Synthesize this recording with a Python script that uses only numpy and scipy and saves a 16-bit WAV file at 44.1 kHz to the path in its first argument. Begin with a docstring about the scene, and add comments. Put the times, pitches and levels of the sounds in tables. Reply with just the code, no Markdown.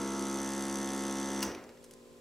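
"""A room with a small diaphragm vacuum pump in a metal case, heard from close by through two microphone ports.
Strokes hum as harmonics of the shaft; two valve slaps a turn, one weaker, ring the housing; air hisses and whistles.
A toggle switch snaps as bursts of noise over ringing panel tones. The motor coasts to rest with a judder
and a few last ticks of noise, and a hand brushes the lever.
A fan motor and mains hum, steady tones over quiet noise, remain in the room."""
import sys
import numpy as np
from scipy import signal
from scipy.fft import rfft, irfft, next_fast_len
from scipy.io import wavfile
from scipy.ndimage import map_coordinates

SR = 44100
rng = np.random.default_rng(int(sys.argv[2]) if len(sys.argv) > 2 else 0)


def dump(signal):
    """Clip the signal to [-1, 1] and save it as 16-bit WAV at the path in sys.argv[1]."""
    limited = np.clip(np.atleast_2d(signal).T, -1, 1)
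    pcm = np.round(limited * 32767).astype(np.int16)
    wavfile.write(sys.argv[1], SR, pcm)


def undo_db(level):
    """Turn decibels back into plain size, where 20 dB means ten times bigger."""
    steps = np.asarray(level, float) / 20
    return 10 ** steps


N = 97240
T = np.arange(N) / SR
OFF_S = 1.426  # the switch cuts the power


def unit(x):
    """Scale to rms 1."""
    return x / np.sqrt(np.mean(x ** 2) + 1e-20)


def over_time(points):
    """Straight lines through (s, value) points."""
    return np.interp(T, *np.transpose(points))


def along(points, hz):
    """(Hz, value) points joined on a log frequency axis."""
    f, v = np.transpose(points)
    return np.interp(np.log(hz + 1), np.log(f + 1), v)


def wobble(rate):
    """A smooth random curve with rate knots a second, at most 40."""
    knots = rng.standard_normal(int(N * 40 / SR) + 4)
    return map_coordinates(knots, [T * min(rate, 40)])


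def filtered(x, response):
    """x passed through a complex response of frequency."""
    m = next_fast_len(N + SR // 2)
    return irfft(rfft(x, m) * response(np.fft.rfftfreq(m, 1 / SR)), m)[..., :N]


def colour(points):
    """Zero-phase gain of a (Hz, dB) table."""
    return lambda hz: undo_db(along(points, hz))


def resonances(table):
    """Causal sum of band resonances with alternating sign."""
    def response(f):
        total = 0
        for k, (centre, width, db) in enumerate(table):
            damping = 1j * f * width
            total = total + (-1) ** k * undo_db(db) * damping / (centre * centre - f * f + damping)
        return total
    return response


def twice(table):
    """The resonances passed through twice: steeper, with each level in dB doubled."""
    return lambda f: resonances(table)(f) ** 2


def noise(response):
    """Coloured noise of rms 1."""
    return unit(filtered(rng.standard_normal(N), response))


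def burst(start, t60, hold=0):
    """Envelope that jumps up, holds and dies by 60 dB in t60 seconds."""
    return (T >= start) * undo_db(-60 * np.clip(T - start - hold, 0, 1) / t60)


# steady tones of fan and mains: pitch_hz [Hz], level_db [dB rms]
HUM = [(57.3, -76.5), (120, -76), (240, -62.5), (286, -69.5), (360, -65), (401, -64), (458, -66.5),
       (516, -64.5), (573, -72.5), (1031, -74)]
# faint noise bands, passed twice: centre_hz [Hz], width_hz [Hz], level_db [relative dB]
WHINE = [(5650, 350, -6), (7550, 250, 0), (9300, 350, -7)]
# quiet room noise: pitch_hz [Hz], level_db [relative dB per Hz]
FLOOR = [(18, -41), (30, -20), (187, -6), (237, -7), (308, -21), (370, -3.5), (731, -14), (1030, -15.5),
         (1480, -20.5), (7510, -24), (15600, -34.5)]


def background():
    """Fan and mains tones waver slightly over quiet room noise."""
    waver_db, waver_rate, whine_db, floor_db = .9, 9.86, -78, -62
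    hum = 0
    for hz, db in HUM:
        tone = np.sqrt(2) * np.sin(2 * np.pi * (hz * T + rng.random()))
        hum = hum + undo_db(db + waver_db * wobble(waver_rate)) * tone
    return hum + undo_db(whine_db) * noise(twice(WHINE)) + undo_db(floor_db) * noise(colour(FLOOR))


def tail(t60s):
    """A noise tail of energy 1, each frequency dying at its own speed."""
    hz, t, z = signal.stft(rng.standard_normal(SR), SR, nperseg=256)
    h = signal.istft(z * undo_db(-60 * t / along(t60s, hz)[:, None]), SR, nperseg=256)[1]
    return h / np.linalg.norm(h)


# decay of the room: pitch_hz [Hz], t60_s [s]
ROOM_DECAY = [(200, 0.76), (1000, 1), (4000, 0.58), (12000, 0.24)]
# gain of the room echo: pitch_hz [Hz], level_db [dB]
ROOM_GAIN = [(60, -28), (300, -25), (700, -19), (1500, -16), (4000, -12), (12000, -14)]


def room_echo(machine):
    """Reflections of the machine as a noise tail, already sounding at the start."""
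    lead_in = np.concatenate([machine[SR // 2::-1], machine])  # the first half second reversed, ahead
    echo = signal.fftconvolve(lead_in, tail(ROOM_DECAY))[SR // 2 + 1:][:N]
    return filtered(echo, colour(ROOM_GAIN))


# brushes of the hand on the lever: start_s [s], level_db [dB at the peak], hold_s [s]
BRUSHES = [(1.826, -66, 0.0071), (1.840, -54.5, .002), (1.8435, -56.5, 0.0036), (1.850, -67, 0.0074),
           (1.863, -64, 0.0018), (1.91, -49, 0.001), (1.916, -65, 0.0087), (1.93, -65, 0.0034),
           (1.936, -56, 0.0034)]
# colour of the brushes: pitch_hz [Hz], level_db [relative dB per Hz]
BRUSH = [(880, -44), (1500, -3), (2780, -9), (5980, 1), (7280, -3), (9120, -1), (15600, -16)]


def hand():
    """The hand brushes the lever: short held bursts of friction noise."""
    fade_t60 = .016  # s
    envelope = sum(undo_db(db) * burst(s, fade_t60, hold) for s, db, hold in BRUSHES)
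    return envelope * noise(colour(BRUSH))


# last ticks of the coasting pump: start_s [s], level_db [dB at the peak]
TICKS = [(1.5165, -44), (1.5465, -47), (1.549, -43), (1.5815, -55), (1.640, -50.5), (1.692, -51),
         (1.7737, -60)]
# colour of the ticks: pitch_hz [Hz], level_db [relative dB per Hz]
TICK = [(500, -50), (1000, 0), (2200, 5), (4000, -1), (6100, 4), (7700, -25), (9700, -3), (12000, -20),
        (15600, -32)]


def last_ticks():
    """Small ticks of the coasting pump: sharp bursts of noise that die fast."""
    tick_t60 = .025  # s
    return sum(undo_db(db) * burst(s, tick_t60) for s, db in TICKS) * noise(colour(TICK))


# contacts of the toggle: start_s [s], level_db [dB at the peak]
CONTACTS = [(1.4257, -33), (1.4273, -31), (1.429, -33), (1.4309, -30), (1.436, -37)]
# colour of the snap: pitch_hz [Hz], level_db [relative dB per Hz]
SNAP = [(290, -23), (500, -4), (1780, -8), (2820, -3), (3870, -12.5), (5080, 2.5), (7180, -6),
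        (12400, -10.5), (15600, -10)]
# ringing of the panel: pitch_hz [Hz], level_db [relative dB], t60_s [s]
PANEL = [(988, -5, 0.15), (1027, -1, 0.17), (1450, -3, 0.18), (2832, 5, 0.05), (4370, 4, 0.035),
         (5367, 3.5, 0.047)]
# the case ringing on, passed twice: centre_hz [Hz], width_hz [Hz], level_db [relative dB]
AFTER = [(4750, 200, -4), (5320, 150, -2), (5760, 200, 0)]
# one faint high ping: start_s [s], pitch_hz [Hz], level_db [dB at the peak], t60_s [s]
PING = (1.507, 14500, -66, .08)


def switch():
    """The toggle snaps over in several contacts, rings the panel, and the case rings on."""
    contact_t60, snap_t60, snap_hold, after_t60 = .009, .13, .0075, .3  # s
    snap_db, panel_db, after_db = -40.5, -41, -48
    contacts = sum(undo_db(db) * burst(s, contact_t60) for s, db in CONTACTS)
    body = undo_db(snap_db) * burst(OFF_S, snap_t60, snap_hold)
    snap = (contacts + body) * noise(colour(SNAP))
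    panel = sum(undo_db(db) * burst(OFF_S, t60) * np.sin(2 * np.pi * hz * T) for hz, db, t60 in PANEL)
    after = undo_db(after_db) * burst(OFF_S, after_t60) * noise(twice(AFTER))
    s, hz, db, t60 = PING
    ping = undo_db(db) * burst(s, t60) * np.sin(2 * np.pi * hz * T)
    return snap + undo_db(panel_db) * panel + after + ping


# shaft speed under power: start_s [s], speed_hz [turns per second]
SPEED = [(0, 67.43), (.2, 67.45), (.45, 67.68), (1.43, 67.72)]


def shaft():
    """Share of full speed, braking late to rest, and turns counted from one valve slap."""
    slap_at_s, coast_s, late_braking = .845, .26, 2.2
    share = 1 - np.clip((T - OFF_S) / coast_s, 0, 1) ** late_braking
    turns = np.cumsum(share * over_time(SPEED)) / SR
    return share, turns - turns[round(slap_at_s * SR)]


# air through the valves: pitch_hz [Hz], level_db [relative dB per Hz]
AIR = [(24, -63), (40, -23), (150, -25), (203, -10), (343, -2.5), (429, -9), (1920, -17), (2290, -22),
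       (3400, -18.5), (3950, -20.5), (4500, -17), (5210, -18), (6050, -16), (8500, -21), (11300, -28),
       (12200, -37), (15600, -39)]
# air whistling in the valve, passed twice: centre_hz [Hz], width_hz [Hz], level_db [relative dB]
WHISTLE = [(5750, 450, -14), (6250, 200, -11), (7850, 200, -18)]
# added level of the whistle: start_s [s], level_db [dB]
WHISTLE_SWELL = [(0, -0.5), (.4, 2.1), (1, 1), (1.3, 4), (1.45, 5)]
# thin tones in the whistle: pitch_hz [Hz], level_db [dB at the peak, before swell and pulse]
PIPE = [(6196, -59), (6214, -60), (6285, -63)]


def valve_air(share, turns):
    """Air hisses and whistles through the valves, pulsing once a turn and falling with the speed."""
    whistle_db, whistle_pulse_db, pipe_pulse_db, pipe_waver_db = -53.5, 5, 5, 2
    air_db, air_pulse_db, speed_power = -46.5, -.5, 16
    beat = np.cos(2 * np.pi * (turns - .08))
    swell_db = over_time(WHISTLE_SWELL)
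    whistle = undo_db(whistle_db + swell_db + whistle_pulse_db * beat) * noise(twice(WHISTLE))
    pipe = 0
    for hz, db in PIPE:
        tone = np.sin(2 * np.pi * (hz * T + .2 * wobble(15)))  # pitch wanders slightly
        pipe = pipe + undo_db(db + pipe_waver_db * wobble(8)) * tone
    pipe = undo_db(swell_db + pipe_pulse_db * beat) * pipe
    air = undo_db(air_db + air_pulse_db * beat) * noise(colour(AIR))
    return share ** speed_power * (whistle + pipe + air)


# force of the valve slap: start_s [s], ring_db [dB before a trim], seat_db [dB before a trim]
SLAP = [(0, -58, -60), (.15, -58, -59), (.19, -54.5, -58), (.5, -53.5, -57), (.85, -54.5, -56),
        (1.1, -55.5, -55), (1.25, -57, -54.5), (1.42, -56.5, -55.5)]
# colour of the bright ring: pitch_hz [Hz], level_db [relative dB]
SLAP_COLOUR = [(2150, -13), (2600, 18), (4000, -14.5), (6000, -7), (8000, -3.5), (11000, -4), (13500, -17),
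               (16000, -43)]
# valve housing resonances: centre_hz [Hz], width_hz [Hz], level_db [relative dB]
HOUSING = [(4750, 240, 3.5), (6400, 310, 2.5), (7350, 350, 0), (8290, 330, 3.5), (10100, 520, -1.5),
           (11240, 550, -4.5), (13500, 610, -2)]
# valve seat, passed twice: centre_hz [Hz], width_hz [Hz], level_db [relative dB]
SEAT = [(3320, 740, -5), (3710, 390, -5.5)]
# part rung evenly by each slap, passed twice: centre_hz [Hz], width_hz [Hz], level_db [relative dB]
COLLAR = [(5850, 300, 0)]


def valve_slaps(share, turns):
    """Two slaps a turn, as noise bursts and one click, ring the housing and the duller seat."""
    slap_t60, tail_t60, tail_db = .01, .05, -19  # s, s, dB
    second_turn, second_db = .42, -7  # the weaker slap
    evenness_db, jitter_s, speed_power = 1.1, .00003, 37
    knock_db, ring_trim_db, seat_trim_db, collar_db = 6, 4, -1.1, -62
    whole = np.floor(turns).astype(int)
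    chance = rng.standard_normal((200, 3))[whole + 80]  # drawn anew each turn
    size = undo_db(evenness_db * chance)
    age, second_age = np.array([turns % 1, (turns - second_turn) % 1]) / SPEED[-1][1]  # s at full speed
    first = undo_db(-60 * age / slap_t60) + undo_db(tail_db - 60 * age / tail_t60)
    second = undo_db(second_db - 60 * second_age / slap_t60)
    gate = size[:, 0] * first + size[:, 1] * second

    hits = np.flatnonzero(np.diff(whole, prepend=whole[0]))
    jittered = np.abs(hits + np.round(jitter_s * SR * chance[hits, 2])).astype(int)
    knock = np.bincount(jittered, size[hits, 0], N)[:N]
    force = unit(gate * rng.standard_normal(N)) + undo_db(knock_db) * unit(knock)

    s, ring_db, seat_db = np.transpose(SLAP)
    ring = unit(filtered(force, lambda f: resonances(HOUSING)(f) * colour(SLAP_COLOUR)(f)))
    ring = ring * undo_db(np.interp(T, s, ring_db) + ring_trim_db)
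    seat = unit(filtered(force, twice(SEAT))) * undo_db(np.interp(T, s, seat_db) + seat_trim_db)
    even = np.bincount(hits, size[hits, 2], N)
    collar = undo_db(collar_db) * unit(filtered(even, twice(COLLAR)))
    return share ** speed_power * (ring + seat + collar)


# shaft orders at full speed: order [multiple of shaft speed], level_db [relative dB]
STROKE = [(1, -19.5), (2, -19), (3, -1), (4, -2.5), (5, -3.5), (6, -17), (7, -13), (8, -12), (9, -20.5),
          (10, -18), (11, -14.5), (12, -22), (13, -12), (14, -13), (15, -23), (16, -14.5), (17, -21.5),
          (18, -27), (19, -14), (20, -17), (21, -21), (22, -23), (23, -27), (24, -23), (25, -21), (26, -34),
          (27, -19), (28, -36), (29, -31), (30, -17), (31, -33), (32, -23.5), (33, -38)]
# orders that differ before the vacuum settles: order [multiple of shaft speed], level_db [added dB]
EARLY = [(6, 3), (7, 4), (8, -3), (10, 4), (11, -5), (17, 4), (19, 2), (20, 6), (21, 4), (27, -13)]
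# stroke force while coasting: start_s [s], level_db [dB under full load]
COASTING = [(1.42, 0), (1.475, -1.5), (1.5, -6), (1.54, -15), (1.58, -17), (1.63, -25), (1.7, -36)]
# buzz of the case, passed twice: centre_hz [Hz], width_hz [Hz], level_db [relative dB]
RATTLE = [(365, 29, 3), (224, 13, 1)]
# rough shaking after switch-off: pitch_hz [Hz], level_db [relative dB per Hz]
JUDDER = [(40, -24), (70, -3), (160, -13), (350, 4.5), (1000, -8), (2200, -13), (5000, -37)]


def order_lag(k):
    """Phase of an order in turns: the low ones lock into a thump, the highest fall at random."""
    if k <= 5:
        return .115 * k * k
    if k <= 21:
        return .102 * k * k + .44 * k + .21
    return rng.random()


def strokes(share, turns):
    """Shaft orders; while coasting they slide through the fixed response of the case, which buzzes and judders."""
    stroke_db, stroke_turn, settle_s = -40, .519, .5
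    waver_db, waver_rate, coast_waver_db, break_up_s = .74, 13.8, 3, .07
    buzz_db, judder_db, judder_t60, judder_hold, judder_rise = -52.5, -43.5, .81, .073, .03  # dB, then s
    order, order_db = np.transpose(STROKE)
    early = dict(EARLY)
    waver = waver_db + coast_waver_db * np.clip((T - OFF_S) / break_up_s, 0, 1)
    unsettled = np.clip(1.5 - 1.5 * T / settle_s, 0, 1)
    tones = 0
    for k in range(1, 60):
        case_db = np.interp(k * share, order, order_db)
        level_db = case_db + early.get(k, 0) * unsettled + waver * wobble(waver_rate)
        tones = tones + undo_db(level_db) * np.cos(2 * np.pi * (k * (turns - stroke_turn) + order_lag(k)))
    hum = -undo_db(stroke_db) * np.sqrt(2) * tones
    buzz = undo_db(buzz_db + 2.0 * wobble(12.1)) * noise(twice(RATTLE))
    rise = np.clip((T - OFF_S) / judder_rise, 0, 1) * burst(OFF_S, judder_t60, judder_hold)
    judder = undo_db(judder_db + 1.5 * wobble(34.86)) * rise * noise(colour(JUDDER))
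    return undo_db(over_time(COASTING)) * (buzz + hum) + judder


# side under mid, a quarter cycle apart: pitch_hz [Hz], level_db [dB]
WIDTH = [(60, -21), (180, -26.5), (330, -25), (550, -18), (1650, -19.5), (4970, -18), (15000, -15)]
# scattered sound, unlike in the two ports: pitch_hz [Hz], level_db [dB]
SPREAD = [(60, -39), (300, -29), (1000, -26), (4000, -18), (9000, -21), (14000, -5)]
# noise unlike in the two ports: pitch_hz [Hz], level_db [relative dB per Hz]
HISS = [(18, -66), (30, -31), (152, 0), (308, -16), (520, -1), (625, -11), (15600, -30)]
# first port over the second: pitch_hz [Hz], level_db [dB]
LEAN = [(60, -.7), (240, 0.1), (950, .3), (3770, -.5), (15000, .5)]


def microphone_ports(mid):
    """Two close ports hear the sound a phase step apart, with scatter and hiss of opposite sign."""
    hiss_db = -65
    scatter = signal.fftconvolve(mid, tail([(100, 0.45)]))[:N]  # t60 0.45 s at every frequency
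    side = filtered(mid, lambda hz: 1j * colour(WIDTH)(hz)) + filtered(scatter, colour(SPREAD))
    side = side + undo_db(hiss_db) * noise(colour(HISS))
    return filtered(np.array([mid + side, mid - side]), lambda hz: undo_db(along(LEAN, hz) * [[.5], [-.5]]))


def scene():
    """The machine and its room at the two microphone ports."""
    share, turns = shaft()
    pump = strokes(share, turns) + valve_slaps(share, turns) + valve_air(share, turns)
    machine = pump + switch() + last_ticks() + hand()
    return microphone_ports(background() + room_echo(machine) + machine)


def band_limit(x):
    """A steep low-pass at the top of the band."""
    return signal.sosfilt(signal.butter(12, 15790, fs=SR, output="sos"), x)


def record(dry):
    """Nothing from 15.8 kHz up is kept."""
    mix = filtered(dry, lambda hz: hz < 15800)
    return band_limit(mix)


dry = scene()
out = record(dry)
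dump(out)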